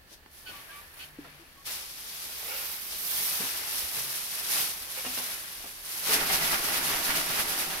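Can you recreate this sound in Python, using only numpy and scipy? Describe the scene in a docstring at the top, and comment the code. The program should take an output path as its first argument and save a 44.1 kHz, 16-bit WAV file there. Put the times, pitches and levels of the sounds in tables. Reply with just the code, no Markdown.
"""Inside a small wooden chicken house, close to the microphone, someone pulls dry hay from a bale,
shakes it loose and stuffs it into a sheet-metal nest box. Thousands of stalks snap and slide over each
other; in the box they scrape the walls and make them ring. Before that come a few thin squeaky calls
from farther off, likely of birds, and now and then a footfall or a knock, over quiet outdoor air."""
import sys
import numpy as np
from scipy import signal
from scipy.fft import rfft, irfft
from scipy.io import wavfile

SR = 44100
rng = np.random.default_rng(int(sys.argv[2]) if len(sys.argv) > 2 else 0)


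def transcribe(u):
    """Save the signal u as a 16-bit wav file named by the first command-line argument.

    u: samples, shape (n,) or (channels, n), limited to [-1, 1]; the rate is SR.
    q: integer samples, one column per channel.
    """
    v = np.clip(np.atleast_2d(u).T, -1, 1)
    q = np.round(v * 32767).astype(np.int16)
    wavfile.write(sys.argv[1], SR, q)


N = 343980
TIME = np.arange(N) / SR
FREQS = np.maximum(np.arange(N // 2 + 1) * SR / N, 1)

# the hand in the hay, from light touches through the grab and the long pull to the shakes and the lift:
# peak_s, rise_s, fall_s, crackle_db, swish_over_crackle_db, extra_treble_db
HAND_STROKES = [(.135, 0.038, .03, -50.5, -18, -6), (.38, 0.058, 0.14, -56.5, -5.5, 5.5),
                (.52, 0.058, 0.16, -53.5, 2.5, 5), (.77, 0.17, 0.19, -57.5, 2.5, 6.5),
                (1.01, 0.073, 0.087, -54, 0, 6), (1.27, 0.15, 0.31, -61.5, 4, 3),
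                (1.671, 0.014, 0.19, -37, -9, -0.5), (2.17, 0.36, 0.36, -42.5, -10.5, 0),
                (2.6, 0.35, 0.35, -39.5, -8, 2.5), (2.93, 0.039, 0.053, -38, -13, -4),
                (3.275, 0.3, 0.11, -34, -9.5, 4.5), (3.42, 0.092, 0.19, -36, -5.5, 3),
                (3.6, 0.19, 0.29, -40, -7, 0), (3.81, 0.23, 0.13, -38, -7.5, 5.5),
                (3.99, 0.093, 0.068, -36, -8, 3.5), (4.15, 0.15, 0.16, -36.5, -10, 3),
                (4.38, 0.12, 0.14, -37.5, -8.5, 3), (4.561, 0.1, 0.16, -30.5, -9, 3.5),
                (5.238, 0.53, 0.26, -38, -7.5, 3), (5.62, 0.2, 0.25, -45, -7, 2.5),
                (5.97, 0.14, 0.19, -39, -8, 4.5), (6.085, 0.047, 0.081, -30.5, -9.5, -1)]
# spectrum of hay up close: frequency_hz, relative_db
HAY_SPECTRUM = [(59, -46), (110, -12.5), (200, -15), (400, -12), (1400, -5), (2270, -1.93), (5400, -0.74),
                (7400, -7.5), (9500, -2), (11400, 2), (15000, -4), (16000, -14)]
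# sparkle at the very top of the crackle: time_s, gain_db
SPARKLE_CURVE = [(1.5, -1), (2.7, 9), (3.25, 4), (3.7, -3), (7.8, -5)]
# single stalks breaking: start_s, level_db
STALK_SNAPS = [(3.2075, -27), (3.947, -31), (6.135, -19), (6.141, -17), (6.329, -24)]
# a tuft dragged free of the bale, then a brief hollow clack: peak_s, rise_s, fall_s, level_db
HOLLOW_RASPS = [(2.52, .07, .11, -43.5), (4.983, .015, .02, -42.5)]
# resonances of the hollow rasp and the clack: pitch_hz, width_hz, relative_db
HOLLOW_RESONANCES = [(530, 52, 0.5), (873, 100, -3), (1400, 87, -1), (2310, 220, -1), (2760, 200, -0.5)]
# shoves into the nest box: peak_s, half_length_s, extra_crackle_db, extra_scrape_db
BOX_SHOVES = [(6.136, 0.031, 9.5, 6.5), (6.212, 0.046, 1.5, 5), (6.306, 0.013, -1, 8.5),
              (6.342, 0.025, 6, 5.5), (6.448, 0.075, 4, 4.5), (6.543, 0.028, 5.5, 7.5),
              (6.683, 0.048, 2.5, 3.5), (6.761, 0.039, 3.5, 5.5), (6.848, 0.021, 3.5, 1),
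              (6.928, 0.082, 4, 6), (7.074, .03, 4, 3.5), (7.107, 0.021, 1, 9.5), (7.175, 0.048, 5.5, 8),
              (7.331, 0.049, 4, 6.5), (7.4, 0.026, 5.5, 8.5), (7.515, 0.053, 4, 3),
              (7.614, 0.031, 6.5, 5.5), (7.73, 0.033, 1, 4)]
# spectrum of stalks scraping sheet metal: frequency_hz, relative_db
SCRAPE_SPECTRUM = [(59, -41), (100, -17), (166, -6), (429, -2), (466, -4.5), (786, -0.5), (5000, 5.5),
                   (6500, -40)]
# modes of the nest box walls: pitch_hz, relative_db, t60_s
WALL_MODES = [(168, -.5, .3), (296, 2, .25), (366, -.5, .22), (429, -1, .25), (790, 2, .1), (965, 3.5, .1),
              (1458, 2, .1), (1970, -3, .06), (2180, -2, .08), (2960, -2, .07)]
# spectrum of those walls flexing: frequency_hz, relative_db
FLEX_SPECTRUM = [(28, -6.5), (48, -20), (70, -10), (110, -22.5), (220, -55)]
# knocks on the boards: start_s, clatter_db, ring_db, brightness_hz, clatter_t60_s
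BOARD_KNOCKS = [(.113, -54.5, -62, 900, .13), (.26, -38.5, -55, 1800, .018), (.489, -50, -56, 600, .2),
                (1.244, -47, -64, 2100, .14), (3.403, -36, -46, 1300, .07), (5.048, -35, -46, 3000, .1),
                (5.063, -43, -38, 3800, .14), (5.173, -37.5, -44, 3500, .22), (5.64, -48, -58, 1200, .25)]
# modes of the boards: pitch_hz, relative_db
BOARD_MODES = [(255, 0), (735, -2), (1460, -10), (2480, -2), (2820, 4)]
# soft footfalls, bumps and the bundle landing in the box: start_s, level_db, pitch_hz, t60_s
SOFT_THUMPS = [(1.187, -30, 285, .072), (1.189, -38, 400, .035), (1.2, -53, 276, .7), (3.40, -39, 191, .14),
               (3.434, -38, 265, .089), (3.834, -44, 70.9, .2), (6.09, -36, 434, .7)]
# calls farther off: start_s, length_s, start_hz, end_hz, tone_db,
# second_harmonic_over_tone_db, third_harmonic_over_tone_db, rasp_db
SQUEAKY_CALLS = [(.459, .054, 1500, 1475, -43.5, -6, -5.5, -47.5),
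                 (.515, .1, 1170, 1120, -52, -12, -25, -56), (.688, .036, 1590, 1650, -46.5, -20, -35, -61),
                 (.7, .11, 1140, 1175, -51, -2, -12, -61), (.988, .065, 1480, 1534, -55, -4, -9, -47),
                 (1.56, .063, 1103, 1114, -57, -14, -25, -72)]
# resonances of the rasp in the calls: pitch_hz, width_hz, relative_db
CALL_RESONANCES = [(2570, 220, 0), (3070, 240, 0), (4350, 150, -2)]
# spectrum of the outdoor air: frequency_hz, relative_db
AIR_SPECTRUM = [(12, -36), (25, 4), (70, -8), (320, -11.5), (1300, -15), (3000, -17), (7500, -27),
                (11800, -23)]
# a faint hum that comes and goes: start_s, length_s, pitch_hz, level_db
LOW_HUMS = [(0.998, 0.45, 148, -60), (1.391, 0.044, 336, -52), (3.952, .23, 140, -58)]
# faint narrow whirs: pitch_hz, width_hz, relative_db
WHIR_RESONANCES = [(67, 14, 13.6), (1760, 110, 3.6), (4430, 89, 2)]
# balance of the two microphone ports: frequency_hz, left_over_right_db
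PORT_BALANCE = [(750, 2), (1400, -3.5), (2300, -4.5), (3100, -1.5), (4200, 1.5), (6000, 9), (7500, 0),
                (9000, -3), (11500, -12.5), (15000, -14.5)]
# how alike the sound is at the two ports: frequency_hz, correlation
PORT_LIKENESS = [(130, .82), (300, .76), (640, .45), (1400, -.05), (3000, 0)]

SPLIT_HZ = 2510   # swish and scrape lie below, crackle above
TREBLE_HZ, SPARKLE_HZ = 8700, 11600   # the finest stalks crackle above the first, sparkle above the second
PRESS_S, PRESS_RISE_S = 6.097, 0.033   # the hand presses the bundle into the box


def hay(crush):
    """Thin stalks crackle, more of them the harder they are handled or crushed; the bulk swishes below."""
    handled, handled_treble, bulk = handling()
    force = np.hypot(handled, crush)
    treble_force = np.hypot(handled_treble, crush * from_db(2))
    typical_force = np.exp(np.log(force).mean())
    breaks_per_s = 2400 * (force / typical_force) ** 0.54
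    spectrum = from_db(at_hz(HAY_SPECTRUM))
    low_share = 1 / (1 + (FREQS / SPLIT_HZ) ** 6)
    crackle = stalks(spectrum * np.sqrt(1 - low_share), breaks_per_s,
                     spread_db=1, grain_s=.00022, broad=.52, smooth=.54, flutter_db=.93)
    swish = stalks(spectrum * np.sqrt(low_share), per_s=1500,
                   spread_db=2.5, grain_s=.0011, broad=.38, smooth=.31, flutter_db=.5)
    fine = colour(crackle, 1 / (1 + (TREBLE_HZ / FREQS) ** 6))
    sparkle = colour(fine, FREQS > SPARKLE_HZ)
    sparkle_gain = from_db(np.interp(TIME, *np.transpose(SPARKLE_CURVE)))
    fine = fine - sparkle + sparkle * sparkle_gain
    crackle = (crackle - fine) * force + fine * treble_force
    return panned(crackle, pan_db=3.5) + panned(swish * bulk, pan_db=7)


def handling():
    """Gains of crackle, its treble and swish; overlapping strokes of the hand add in power."""
    power = np.zeros((3, N)) + from_db(-74.5) ** 2   # stalks settling between strokes
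    for s, rise_s, fall_s, db, swish_db, treble_db in HAND_STROKES:
        peak_gains = from_db([db, db + treble_db, db + swish_db])
        power += np.outer(peak_gains, stroke(s, rise_s, fall_s)) ** 2
    return np.sqrt(power)


def stuffing():
    """Gains of crackle, scrape and pressure: the hand presses fast and eases off; shoves swell the first two."""
    onset = np.where(TIME < PRESS_S, stroke(PRESS_S, PRESS_RISE_S, PRESS_RISE_S), 1)
    held_s = np.maximum(TIME - PRESS_S, 0)
    steady_crush = onset * from_db(-34.5 - 2 * held_s)
    pressure = onset * from_db(-37.5 - 3 * held_s)
    crackle_db, scrape_db = sum(np.outer(extra_db, np.exp(-((TIME - s) / half_s) ** 2))
                                for s, half_s, *extra_db in BOX_SHOVES)
    return steady_crush * from_db(crackle_db), pressure * from_db(scrape_db), pressure


def stalks(spectrum, per_s, spread_db, grain_s, broad, smooth, flutter_db):
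    """Stalks break and slide: `smooth` is the share of friction, `broad` of cracks across all octaves."""
    wide_cracks = fractures(per_s, spread_db, grain_s)
    octaves = np.log2(np.clip(FREQS, 400, 12800) / 400)
    frictions = rfft(stereo_noise()), rfft(stereo_noise())
    out = 0
    for k in range(6):
        octave_gain = np.sqrt(np.maximum(1 - abs(octaves - k), 0))
        band = irfft(frictions[k % 2] * spectrum * octave_gain, N)
        crack_power = broad * wide_cracks + (1 - broad) * fractures(per_s, spread_db, grain_s)
        out = out + band * np.sqrt(smooth + (1 - smooth) * crack_power)
    return rms_one(out * from_db(flutter_db * drift(rate_hz=18.4)))


def fractures(per_s, spread_db, grain_s):
    """Power of random tiny breaks, most weak and a few strong, each dying in a moment; mean 1."""
    sizes = from_db(spread_db * np.minimum(rng.exponential(1, N), 5)) ** 2
    breaks = rng.random(N) < per_s / SR
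    decay = np.exp(-1 / (grain_s * SR))
    power = signal.lfilter([1], [1, -decay], sizes * breaks + 1e-12) / per_s
    return power / power.mean()


def snaps():
    """A thick stalk breaks with one bright tick."""
    ticks = sum(from_db(db) * blow(s, t60=.0069, rise_s=.0001) for s, db in STALK_SNAPS)
    return ticks * shaped_noise(HAY_SPECTRUM)


def hollow_rasps():
    """A hollow rasp that climbs in pitch and level as a tuft comes loose; the same resonances sound again in a
    brief clack."""
    friction, out = resonant_noise(HOLLOW_RESONANCES), 0
    for s, rise_s, fall_s, db in HOLLOW_RASPS:
        pitch_ratio = np.interp(TIME, [s - 2 * rise_s, s], [.75, 1])
        rasp = np.array([np.interp(np.cumsum(pitch_ratio), np.arange(N), side) for side in friction])
        out = out + from_db(db) * stroke(s, rise_s, fall_s) * rasp
    return panned(out, pan_db=-2)


def nest_box(push, pressure, body_hz=1010, hand_damping_db=2):
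    """Stalk ends catch and slip on sheet metal; the walls ring, damped unevenly by the hand, and flex."""
    spectrum = from_db(at_hz(SCRAPE_SPECTRUM)) / np.sqrt(1 + (FREQS / SPLIT_HZ) ** 6)
    scrape = stalks(spectrum, per_s=1500, spread_db=2.8, grain_s=.0009, broad=.3, smooth=.5, flutter_db=.3)
    body = colour(scrape, 1 / (1 + (FREQS / body_hz) ** 4))
    # the body follows a shove only half as far, so each shove sounds brighter
    slips = body * np.sqrt(push * pressure) * from_db(2) + (scrape - body) * push
    walls = sum(from_db(db + hand_damping_db * drift(rate_hz=4.4)) * rms_one(ring(slips, hz, t60))
                for hz, db, t60 in WALL_MODES)
    ringing = rms_one(walls) * np.sqrt(np.mean(push ** 2))
    rumble = push * shaped_noise(FLEX_SPECTRUM)
    return slips + from_db(-13.5) * ringing + from_db(-17.5) * rumble


def knocks(lowest_hz=190, outlast_below_hz=990):
    """A knocked board clatters and rings, duller the softer the touch; low modes outlast the clatter."""
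    noise, out = stereo_noise(), np.zeros((2, N))
    for s, clatter_db, ring_db, bright_hz, t60 in BOARD_KNOCKS:
        touch = signal.butter(2, [lowest_hz, bright_hz], "band", fs=SR, output="sos")
        click = np.arange(N) == int(s * SR)
        modes = 0
        for hz, db in BOARD_MODES:
            mode_t60 = t60 * np.sqrt(outlast_below_hz / hz)
            modes += from_db(ring_db + db + rng.normal()) * ring(click, hz, mode_t60)
        clatter = rms_one(signal.sosfilt(touch, noise)) * blow(s, t60, rise_s=.0018)
        out += from_db(clatter_db) * clatter + signal.sosfilt(touch, modes)
    return out


def thumps():
    """A footfall or soft bump sets one low mode ringing."""
    return sum(from_db(db) * np.sin(2 * np.pi * hz * (TIME - s)) * blow(s, t60, rise_s=.001)
               for s, db, hz, t60 in SOFT_THUMPS)


def squeaks():
    """Thin unsteady calls of three harmonics, each with some rasp around it."""
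    out = np.zeros((2, N))
    waver = from_db(.095 * drift(rate_hz=300))   # about 1 % in pitch
    rasp = resonant_noise(CALL_RESONANCES)
    for s, length, start_hz, end_hz, tone_db, second_db, third_db, rasp_db in SQUEAKY_CALLS:
        span = slice(int(s * SR), int((s + length) * SR))
        pitch_hz = np.interp(TIME[span], [s, s + length], [start_hz, end_hz]) * waver[span]
        phase = 2 * np.pi * np.cumsum(pitch_hz) / SR
        tone = sum(from_db(db) * np.sin(k * phase + rng.uniform(0, np.pi / 2, (2, 1)))
                   for k, db in enumerate((0, second_db, third_db), 1))
        call = from_db(tone_db) * tone + from_db(rasp_db) * rasp[:, span]
        out[:, span] += swell(s, length)[span] * call
    return out


def coop(x, wet_db, t60=.17):
    """Close plank walls give a short dense tail that the hay soon soaks up."""
    age = TIME[:SR // 2]
    tail = rng.standard_normal((2, len(age))) * np.exp(-np.log(1000) * age / t60) * (age > .003)
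    tail /= np.sqrt(np.sum(tail ** 2, axis=1, keepdims=True))
    return x + from_db(wet_db) * signal.fftconvolve(x, tail, axes=1)[:, :N]


def background():
    """Quiet outdoor air with faint whirs, a passing hum and a thin whine behind the calls."""
    air = from_db(-59.5) * shaped_noise(AIR_SPECTRUM)
    hum = sum(from_db(db) * swell(s, length) * np.sin(2 * np.pi * hz * TIME)
              for s, length, hz, db in LOW_HUMS)
    whine = from_db(-64) * swell(s=.41, length=1) * resonant_noise([(1750, 120, 0)])
    whirs = from_db(-64) * resonant_noise(WHIR_RESONANCES)
    return air + hum + whine + whirs


def stroke(s, rise_s, fall_s, roundness=1.59):
    """Gain of one hand movement, fastest at time s; roundness 1 is a pointed swell, 2 a bell."""
    away = np.maximum((s - TIME) / rise_s, (TIME - s) / fall_s)
    return np.exp(-np.minimum(away, 10) ** roundness)


def blow(s, t60, rise_s):
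    """Envelope of a blow at time s."""
    age = np.maximum(TIME - s, 0)
    return (1 - np.exp(-age / rise_s)) * np.exp(-np.minimum(np.log(1000) * age / t60, 20))


def swell(s, length):
    """A rounded rise and fall."""
    return np.sqrt(abs(np.sin(np.pi * np.clip((TIME - s) / length, 0, 1))))


def ring(x, hz, t60):
    """One mode: a unit click sets a sine of height 1 ringing."""
    decay, angle = from_db(-60 / (t60 * SR)), 2 * np.pi * hz / SR
    return signal.lfilter([0, np.sin(angle)], [1, -2 * decay * np.cos(angle), decay ** 2], x + 1e-18)


def stereo_noise():
    """White noise, alike at both microphone ports in the bass and unrelated in the treble."""
    alike = at_hz(PORT_LIKENESS)
    mid, side = colour(rng.standard_normal((2, N)), np.sqrt([1 + alike, 1 - alike]))
    return np.array([mid + side, mid - side])


def shaped_noise(spectrum):
    """Noise with a spectrum of (frequency_hz, relative_db) points; rms 1."""
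    return rms_one(colour(stereo_noise(), from_db(at_hz(spectrum))))


def resonant_noise(peaks):
    """Noise heard through resonances of (pitch_hz, width_hz, relative_db); rms 1."""
    power = sum(from_db(db) ** 2 / (1 + ((FREQS ** 2 - hz ** 2) / (FREQS * width)) ** 2)
                for hz, width, db in peaks)
    return rms_one(colour(stereo_noise(), np.sqrt(power)))


def drift(rate_hz):
    """Random wander with spread 1."""
    return rms_one(colour(rng.standard_normal(N), 1 / (1 + (FREQS / rate_hz) ** 2)))


def panned(x, pan_db):
    """Place a sound between the ports; positive is left."""
    return x * from_db(np.array([[.5], [-.5]]) * pan_db)


def colour(x, gain):
    """Filter by a gain per frequency."""
    return irfft(rfft(x) * gain, N)


def at_hz(points):
    """Read a curve on a log-frequency axis."""
    hz, value = np.transpose(points)
    return np.interp(np.log(FREQS), np.log(hz), value)


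def rms_one(x):
    """Scale so that the centre of the stereo image has rms 1."""
    return x / np.sqrt(np.mean(np.atleast_2d(x).mean(axis=0) ** 2) + 1e-20)


def from_db(db):
    """Decibels to gain."""
    return 10 ** (np.asarray(db) / 20)


def scene():
    """The handling is close to the microphone, the calls farther off in the room, over the background."""
    crush, push, pressure = stuffing()
    near = hay(crush) + snaps() + hollow_rasps() + nest_box(push, pressure) + knocks() + thumps()
    return coop(near, wet_db=-13.5) + coop(squeaks(), wet_db=-8) + background()


def record(dry):
    """Each microphone port favours its own bands; the top is cut steeply at 15850 Hz."""
    left_over_right = from_db(at_hz(PORT_BALANCE)) ** 2
    port_gains = np.sqrt(2 * np.array([left_over_right, np.ones_like(FREQS)]) / (1 + left_over_right))
    top_cut = np.clip((15850 - FREQS) / 200 + .5, 0, 1)
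    return colour(dry, port_gains * top_cut)


dry = scene()
out = record(dry)
transcribe(out)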